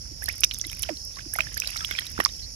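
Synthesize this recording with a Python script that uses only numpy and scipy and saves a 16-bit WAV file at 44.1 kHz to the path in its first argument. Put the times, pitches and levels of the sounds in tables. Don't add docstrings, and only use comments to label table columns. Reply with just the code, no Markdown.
import sys
import numpy as np
from scipy import signal
from scipy.fft import rfft, irfft, next_fast_len
from scipy.io import wavfile
from scipy.ndimage import uniform_filter1d, map_coordinates

SR = 44100
rng = np.random.default_rng(int(sys.argv[2]) if len(sys.argv) > 2 else 0)


def magnitude_from_level(level_db):
    exponent = np.asarray(level_db, float) / 20
    return 10 ** exponent


def transcribe(u):
    v = np.clip(np.atleast_2d(u).T, -1, 1)
    q = np.round(v * 32767).astype(np.int16)
    wavfile.write(sys.argv[1], SR, q)


N = 112454


def unit(x):
    return x / np.sqrt(np.mean(x ** 2) + 1e-20)


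def along(points, hz):
    point_hz, value = np.transpose(points)
    return np.interp(np.log(hz + 1), np.log(point_hz + 1), value)


def curve(rows):
    return np.interp(np.arange(N) / SR, *np.transpose(rows))


def wobble(rate_hz):
    return map_coordinates(rng.standard_normal(2000), [np.arange(N) * rate_hz / SR])


def filtered(x, response):
    size = next_fast_len(N + SR // 2)
    return irfft(rfft(x, size) * response(np.fft.rfftfreq(size, 1 / SR)), size)[..., :N]


def rush(spectrum, alike, patchy_db):
    z = signal.stft(rng.standard_normal((2, N)), nperseg=512)[2]
    field = uniform_filter1d(rng.standard_normal(z.shape[1:]), size=6, axis=0)
    field = uniform_filter1d(field, size=10, axis=1)
    a, b = signal.istft(z * magnitude_from_level(patchy_db * unit(field)), nperseg=512)[1][:, :N]
    left = alike * a + np.sqrt(1 - alike ** 2) * b
    return unit(filtered(np.array([left, a]), lambda hz: magnitude_from_level(along(spectrum, hz))))


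def place(s, rows):
    start = np.round(np.abs(s) * SR).astype(int)
    index = start[:, None] + np.arange(rows.shape[1])
    return np.bincount(index.ravel(), rows.ravel(), N + SR)[:N]


def lay(s, grains):
    lag_scatter_s, level_scatter_db = .00005, 1.8
    g = rng.standard_normal((len(s), 2))
    left = place(s + lag_scatter_s * g[:, 0], grains[0] * magnitude_from_level(level_scatter_db * g[:, 1:]))
    return np.array([left, place(s, grains[-1])])


def bubbles(s, db, hz, length_s, rise_oct, fade_db, rough, size, attack_cycles=.6):
    t = np.arange(size) / SR
    db, hz, length_s, rise_oct = (np.broadcast_to(v, len(s))[:, None] for v in (db, hz, length_s, rise_oct))
    u = t / length_s
    turns = np.cumsum(hz * 2 ** (rise_oct * np.minimum(u, 1) ** 1.3), axis=1) / SR
    attack = 1 - np.exp(-t * hz / attack_cycles)
    release = np.clip(5 - 5 * u, 0, 1)
    shape = magnitude_from_level(-fade_db * u) * attack * release
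    shape = shape / shape.max(axis=1, keepdims=True)
    grit = unit(uniform_filter1d(rng.standard_normal((2, len(s), size)), size=15, axis=2))
    grit = rough * grit * magnitude_from_level(-12 * u)
    return lay(s, magnitude_from_level(db) * shape * np.sin(2 * np.pi * turns) * (1 + grit))


LONGEST_POP_S = .01
# start in seconds, peak in dB, pitch in Hz.
POPS = [(0.4392, -12, 3630), (0.4465, -23, 2400), (0.5117, -21.5, 3000), (0.5182, -30, 4030),
        (0.597, -30, 3400), (0.6492, -28.5, 3810), (0.6979, -29, 3110), (0.73, -30.5, 2380),
        (0.7919, -40, 2200), (0.836, -21.5, 3010), (0.8915, -27, 1850), (0.9708, -28.5, 4200),
        (1.1925, -32, 1580), (1.3539, -23.5, 2050), (1.4054, -10, 2455), (1.62, -18, 2490),
        (1.6457, -25, 2610), (1.76, -24.5, 1310), (1.8066, -27, 1600), (1.8476, -18, 3230),
        (1.911, -17.5, 2110), (1.9885, -17.5, 1905), (2.0666, -26, 3830), (2.2014, -13, 1110),
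        (2.2597, -14.5, 1100)]


def pops():
    s, db, hz = np.transpose(POPS)
    length_s = np.minimum(21.4 / hz, LONGEST_POP_S)
    return bubbles(s, db, hz, length_s, rise_oct=0.13, fade_db=27, rough=0.44, size=1000)


# start in seconds, peak in dB, pitch in Hz.
TICKS = [(0.2886, -18, 5320), (0.4346, -11.5, 6000), (0.4399, -6.5, 5400), (0.4446, -7, 5950),
         (0.545, -19.5, 6060), (0.6134, -15, 5920), (0.8298, -14.5, 5870), (1.543, -21.5, 6080),
         (1.577, -19, 4580), (1.6012, -10.5, 5880), (1.673, -16, 4650), (1.768, -19.5, 5970),
         (1.9876, -15.5, 3326), (2.2025, -12, 1924), (2.2095, -16, 5550), (2.2498, -4.5, 5060),
         (2.2581, -17, 5720)]


def ticks():
    s, db, hz = np.transpose(TICKS)
    return bubbles(s, db, hz, 35.3 / hz, rise_oct=-0.17, fade_db=43, rough=0.5, size=500, attack_cycles=1.0)


# start in seconds, peak in dB, pitch in Hz.
SNAPS = [(0.4356, -5.5, 2670), (.4391, -13, 2760), (0.5113, -20, 3720), (0.8348, -19, 3480),
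         (0.8893, -19, 2380), (0.8937, -27.5, 2490), (1.986, -24, 3240), (1.8473, -15, 2900),
         (2.2025, -13, 3020), (2.2487, -24, 890), (2.2594, -15, 1870)]


def snaps():
    s, db, hz = np.transpose(SNAPS)
    return bubbles(s, db, hz, 7.7 / hz, rise_oct=0.11, fade_db=60.5, rough=0.63, size=500, attack_cycles=0.9)


# start in seconds, peak in dB, pitch in Hz.
DROPS = [(.34, -44, 2290), (.3809, -39, 2110), (.418, -38, 2400), (0.5187, -35, 2320), (.5386, -33, 3740),
         (0.555, -38, 3560), (0.5666, -40, 3280), (0.668, -43, 3350), (0.679, -38, 3300),
         (0.7157, -39, 3600), (.7185, -38.5, 2100), (0.795, -40, 2940), (0.8271, -33, 2500),
         (1.111, -48.5, 2500), (1.1412, -43.5, 3560), (1.1585, -33, 4600), (1.1872, -32.5, 2090),
         (1.21, -46, 2500), (1.275, -49, 2520), (1.42, -33, 3100), (1.5175, -39, 1800), (1.579, -35, 2100),
         (1.657, -28, 3900), (1.668, -39.5, 580), (1.676, -29, 3770), (1.692, -32, 2490),
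         (1.702, -33, 2630), (1.762, -30.5, 2140), (1.775, -24.5, 4200), (1.808, -31, 3350),
         (1.84, -40, 1280), (1.888, -38.5, 1470), (1.9097, -24, 3460), (1.91, -26.5, 1447),
         (1.924, -28, 3240), (1.939, -33.5, 1550), (1.951, -28, 2320), (2.007, -29.5, 4160),
         (2.011, -40, 1530), (2.032, -48, 2070), (2.1598, -41.5, 1830), (2.21, -33.5, 313),
         (2.22, -34, 1420), (2.266, -29, 4460), (2.2898, -31.5, 3700), (2.3963, -42.5, 3220)]


def droplets():
    s, db, hz = np.transpose(DROPS)
    length_s = np.minimum(29.6 / hz, LONGEST_POP_S)
    return bubbles(s, db, hz, length_s, rise_oct=.12, fade_db=30, rough=.75, size=1000, attack_cycles=1.1)


# start in seconds, peak in dB, start pitch in Hz, length in seconds, rise in octaves.
GLUGS = [(0.2215, -29.5, 1624, 0.021, 0.48), (0.2585, -25, 4460, 0.0063, -0.054),
         (0.2834, -20.5, 1718, 0.0224, 0.75), (.641, -31, 2000, 0.016, 0.11),
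         (1.169, -38.5, 1085, 0.019, 0.18), (1.335, -30.5, 1600, 0.016, 0.3),
         (1.387, -15, 1320, 0.0041, 0.22), (1.392, -18, 1920, 0.0034, 0.74),
         (1.469, -30.5, 1740, 0.0076, 0.046), (1.569, -24.5, 1608, 0.0108, 0.53),
         (1.814, -33.5, 1336, 0.024, -0.091), (2.178, -26, 1190, 0.0081, 0.8),
         (0.8906, -22.5, 705, 0.016, -0.56), (0.904, -31, 348, 0.04, -0.43)]


def glugs():
    return bubbles(*np.transpose(GLUGS), fade_db=12, rough=.3, attack_cycles=.9, size=1900)


# start in seconds, peak in dB, pitch in Hz, length in seconds.
PLOPS = [
    (1.359, -31.5, 760, 0.021),
    (1.394, -33.5, 645, 0.08),
    (2.19, -21.5, 315, 0.0086),
    (2.2004, -20, 667, 0.0088),
]


def plops():
    return bubbles(*np.transpose(PLOPS), rise_oct=-0.26, fade_db=62, rough=0.92, size=2600)


def squelch():
    thin_hz = 950
    small = filtered(pops() + ticks() + snaps(), lambda hz: 1 / (1 + (thin_hz / (hz + 1)) ** 4))
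    return magnitude_from_level(3) * (small + droplets() + glugs() + plops())


# frequency in Hz, level in dB.
BURST_COLOUR = [(3000, -59), (6500, -17), (8000, -20.5), (11000, -3), (13000, -12), (15500, -28)]


def film_bursts(s, db):
    burst_s = .0007
    g = rng.standard_normal((len(s), 2))
    t = np.arange(500) / SR / (burst_s * np.exp(.35 * g[:, :1]))
    a, b = magnitude_from_level(db[:, None]) * t * np.exp(1 - t) * rng.standard_normal((2, len(s), 500))
    tilt = .7 * np.tanh(g[:, 1:])
    left, right = (x + tilt * np.roll(x, 2, axis=1) for x in (.7 * (a + b), b))
    return magnitude_from_level(3) * filtered(lay(s, [left, right]), lambda hz: magnitude_from_level(along(BURST_COLOUR, hz)))


# start in seconds, peak in dB.
SPITS = [(0.2234, -21), (0.232, -15), (0.24, -9.5), (0.2578, -15.5), (0.288, -12.5), (0.3563, -15),
         (0.381, -23), (0.4059, -6.5), (0.4387, -7), (0.4451, -4.5), (0.539, -13), (0.5863, -14.5),
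         (0.6684, -16.5), (0.6978, -19), (0.7295, -20), (0.7498, -17), (0.793, -12), (0.822, -4),
         (0.832, -12.5), (.3255, -18), (0.556, -29), (.601, -17), (.7152, -25.5), (.7695, -25),
         (1.0504, -20),
         (1.3368, -6), (1.3424, -18), (1.3617, -10), (1.3866, -8.5), (1.5747, -9), (1.5992, -5.5),
              (1.6751, -13), (1.705, -13.5), (1.7668, -12.5), (1.8512, -11), (1.91, -13), (1.9954, -15),
              (2.0552, -23), (2.0682, -11), (2.2013, -8.5), (2.2402, -18), (1.5294, -29), (1.5473, -19),
              (1.686, -23), (1.695, -26), (2.102, -21), (2.117, -17.5)]


def spits():
    return film_bursts(*np.transpose(np.array(SPITS)))


def bank(x):
    t60_s = .06
    tail = rng.standard_normal((2, 6000)) * magnitude_from_level(-60 * np.arange(6000) / SR / t60_s)
    return signal.fftconvolve(x, tail / np.linalg.norm(tail[0]), axes=1)[:, :N]


# time in seconds, effort in dB.
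SCOOP = [(.2, -62), (.3, -45.5), (.45, -64.5), (.6, -59), (.85, -49.5), (1.05, -70.5), (1.2, -49.5),
         (1.3, -65.5), (1.4, -44), (1.5, -52.5), (1.7, -41.5), (1.87, -49.5), (1.96, -38), (2.13, -56.5),
         (2.22, -43), (2.33, -57), (2.45, -60.5), (2.55, -67)]
# frequency in Hz, density in dB per Hz.
SLOSH = [(300, -27), (700, -15), (2000, 19), (8000, -2), (11000, -19), (15500, -33)]


def slosh():
    rate_hz, centre_hz, spread = 300, 2900, .3
    u, g = rng.random((1200, 3)), rng.standard_normal(1200)
    s = np.cumsum(-np.log(u[:, 0] + 1e-9)) / rate_hz
    keep = s < N / SR
    s, u = s[keep], u[keep]
    hz = np.clip(centre_hz * np.exp(spread * g[keep]), 1500, 9000)
    size_db = -3.2 * np.log(u[:, 1:] + .02)
    length_s = 22 / hz * (.3 + u[:, 2])
    rise_oct = .6 * u[:, 2] - .2
    fizz = bubbles(s, 2 + size_db[:, 0], hz, length_s, rise_oct, fade_db=30, rough=.9, size=450,
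                   attack_cycles=1.5)
    spray = film_bursts(s[::4] + 0.0037, 9 + size_db[::4, 1])
    trickle_db = -3 + 3 * wobble(90) + 1.5 * wobble(12)
    trickle = magnitude_from_level(trickle_db) * rush(SLOSH, .7, patchy_db=3)
    return magnitude_from_level(curve(SCOOP)) * (fizz + spray + trickle)


# time in seconds, level in dB.
SWELL = [
    (0.0, -48),
    (1.96, -45.5),
    (2.55, -47.5),
]
# frequency in Hz, density in dB per Hz.
CHORUS = [(3600, -62), (4250, -14), (4600, -6), (5400, 6), (6050, -4), (6400, -7.5), (6900, -11.5),
          (7800, -33), (10000, -80)]
# frequency in Hz, density in dB per Hz.
OVERTONE = [(4410, -33), (7500, -8.5), (8770, -9.5), (9450, -6), (11200, 0.5), (13000, -18), (15800, -28)]


def cicadas():
    swell_db = curve(SWELL) + 9 + 0.93 * wobble(8.86)
    flutter_db = wobble(200)
    song = rush(CHORUS, 0.063, patchy_db=1.5) + magnitude_from_level(-15) * rush(OVERTONE, 0.1, patchy_db=2.0)
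    return magnitude_from_level(swell_db + flutter_db) * song


# start in seconds, end in seconds, level in dB, centre in Hz, width in Hz.
RASPS = [
    (1.72, 1.868, -50, 8550, 300),
    (2.417, 2.462, -37, 4380, 402),
]


def katydid():
    t = np.arange(N) / SR
    total = np.zeros((2, N))
    for start_s, end_s, db, centre_hz, width_hz in RASPS:
        band = filtered(rng.standard_normal((2, N)), lambda hz: np.exp(-((hz - centre_hz) / width_hz) ** 2))
        stroke = np.sin(np.pi * np.clip((t - start_s) / (end_s - start_s), 0, 1))
        total += magnitude_from_level(db) * stroke * unit(band)
    return total


# start in seconds, peak in dB, pitch in Hz.
HOOTS = [
    (0.112, -40.5, 304),
    (0.658, -38, 311),
    (1.258, -35.5, 311),
]


def frog():
    hoot_s = 0.018
    s, db, hz = np.transpose(HOOTS)
    t = np.arange(3000) / SR
    swell = np.sin(np.pi * np.clip(t / hoot_s, 0, 1))
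    return lay(s, [magnitude_from_level(db + 0.5)[:, None] * swell * np.sin(2 * np.pi * hz[:, None] * t)])


# frequency in Hz, density in dB per Hz.
RUMBLE = [(18, -35), (30, 9), (64, 4.5), (220, -16.5), (305, -20), (600, -33.5), (780, -69), (1320, -120)]
# frequency in Hz, density in dB per Hz.
AIR = [(290, -39), (500, 4), (1100, -8.5), (2080, -6), (3000, -11), (4200, -10.5), (5460, -5), (9240, -120)]


def background():
    rumble_db = -38 + 0.17 * wobble(4.3)
    rumble = magnitude_from_level(rumble_db) * rush(RUMBLE, 0.92, patchy_db=1.15)
    return rumble + magnitude_from_level(-57.5) * rush(AIR, 0.33, patchy_db=1.5)


def ports(x, shade):
    lag_s = .00027
    left = filtered(x[0], lambda hz: magnitude_from_level(along(shade, hz)) * np.exp(-2j * np.pi * hz * lag_s))
    return np.array([left, x[1]])


# frequency in Hz, gain in dB.
SHADE = [(60, -5), (700, -17), (1400, -8), (2400, -15.5), (4200, -6.5), (6200, -20.5), (8300, -3),
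         (11000, -14), (14000, -36)]
# frequency in Hz, gain in dB.
FAR_SHADE = [(100, -9), (700, -7.5), (4400, -5.5), (15000, -6)]


def scene():
    hands = squelch() + spits()
    near = hands + magnitude_from_level(-21) * bank(hands) + slosh()
    far = cicadas() + katydid() + background() + frog()
    return ports(near, SHADE) + ports(far, FAR_SHADE)


def roll_off(x):
    return signal.sosfilt(signal.butter(12, 16830, fs=SR, output="sos"), x)


def record(dry):
    low_hz, top_hz = 44, 16000
    x = filtered(dry, lambda hz: 1 / (1 + (low_hz / (hz + 1)) ** 8) / (1 + (hz / top_hz) ** 150))
    return roll_off(np.clip(x, -1, 1))


dry = scene()
out = record(dry)
transcribe(out)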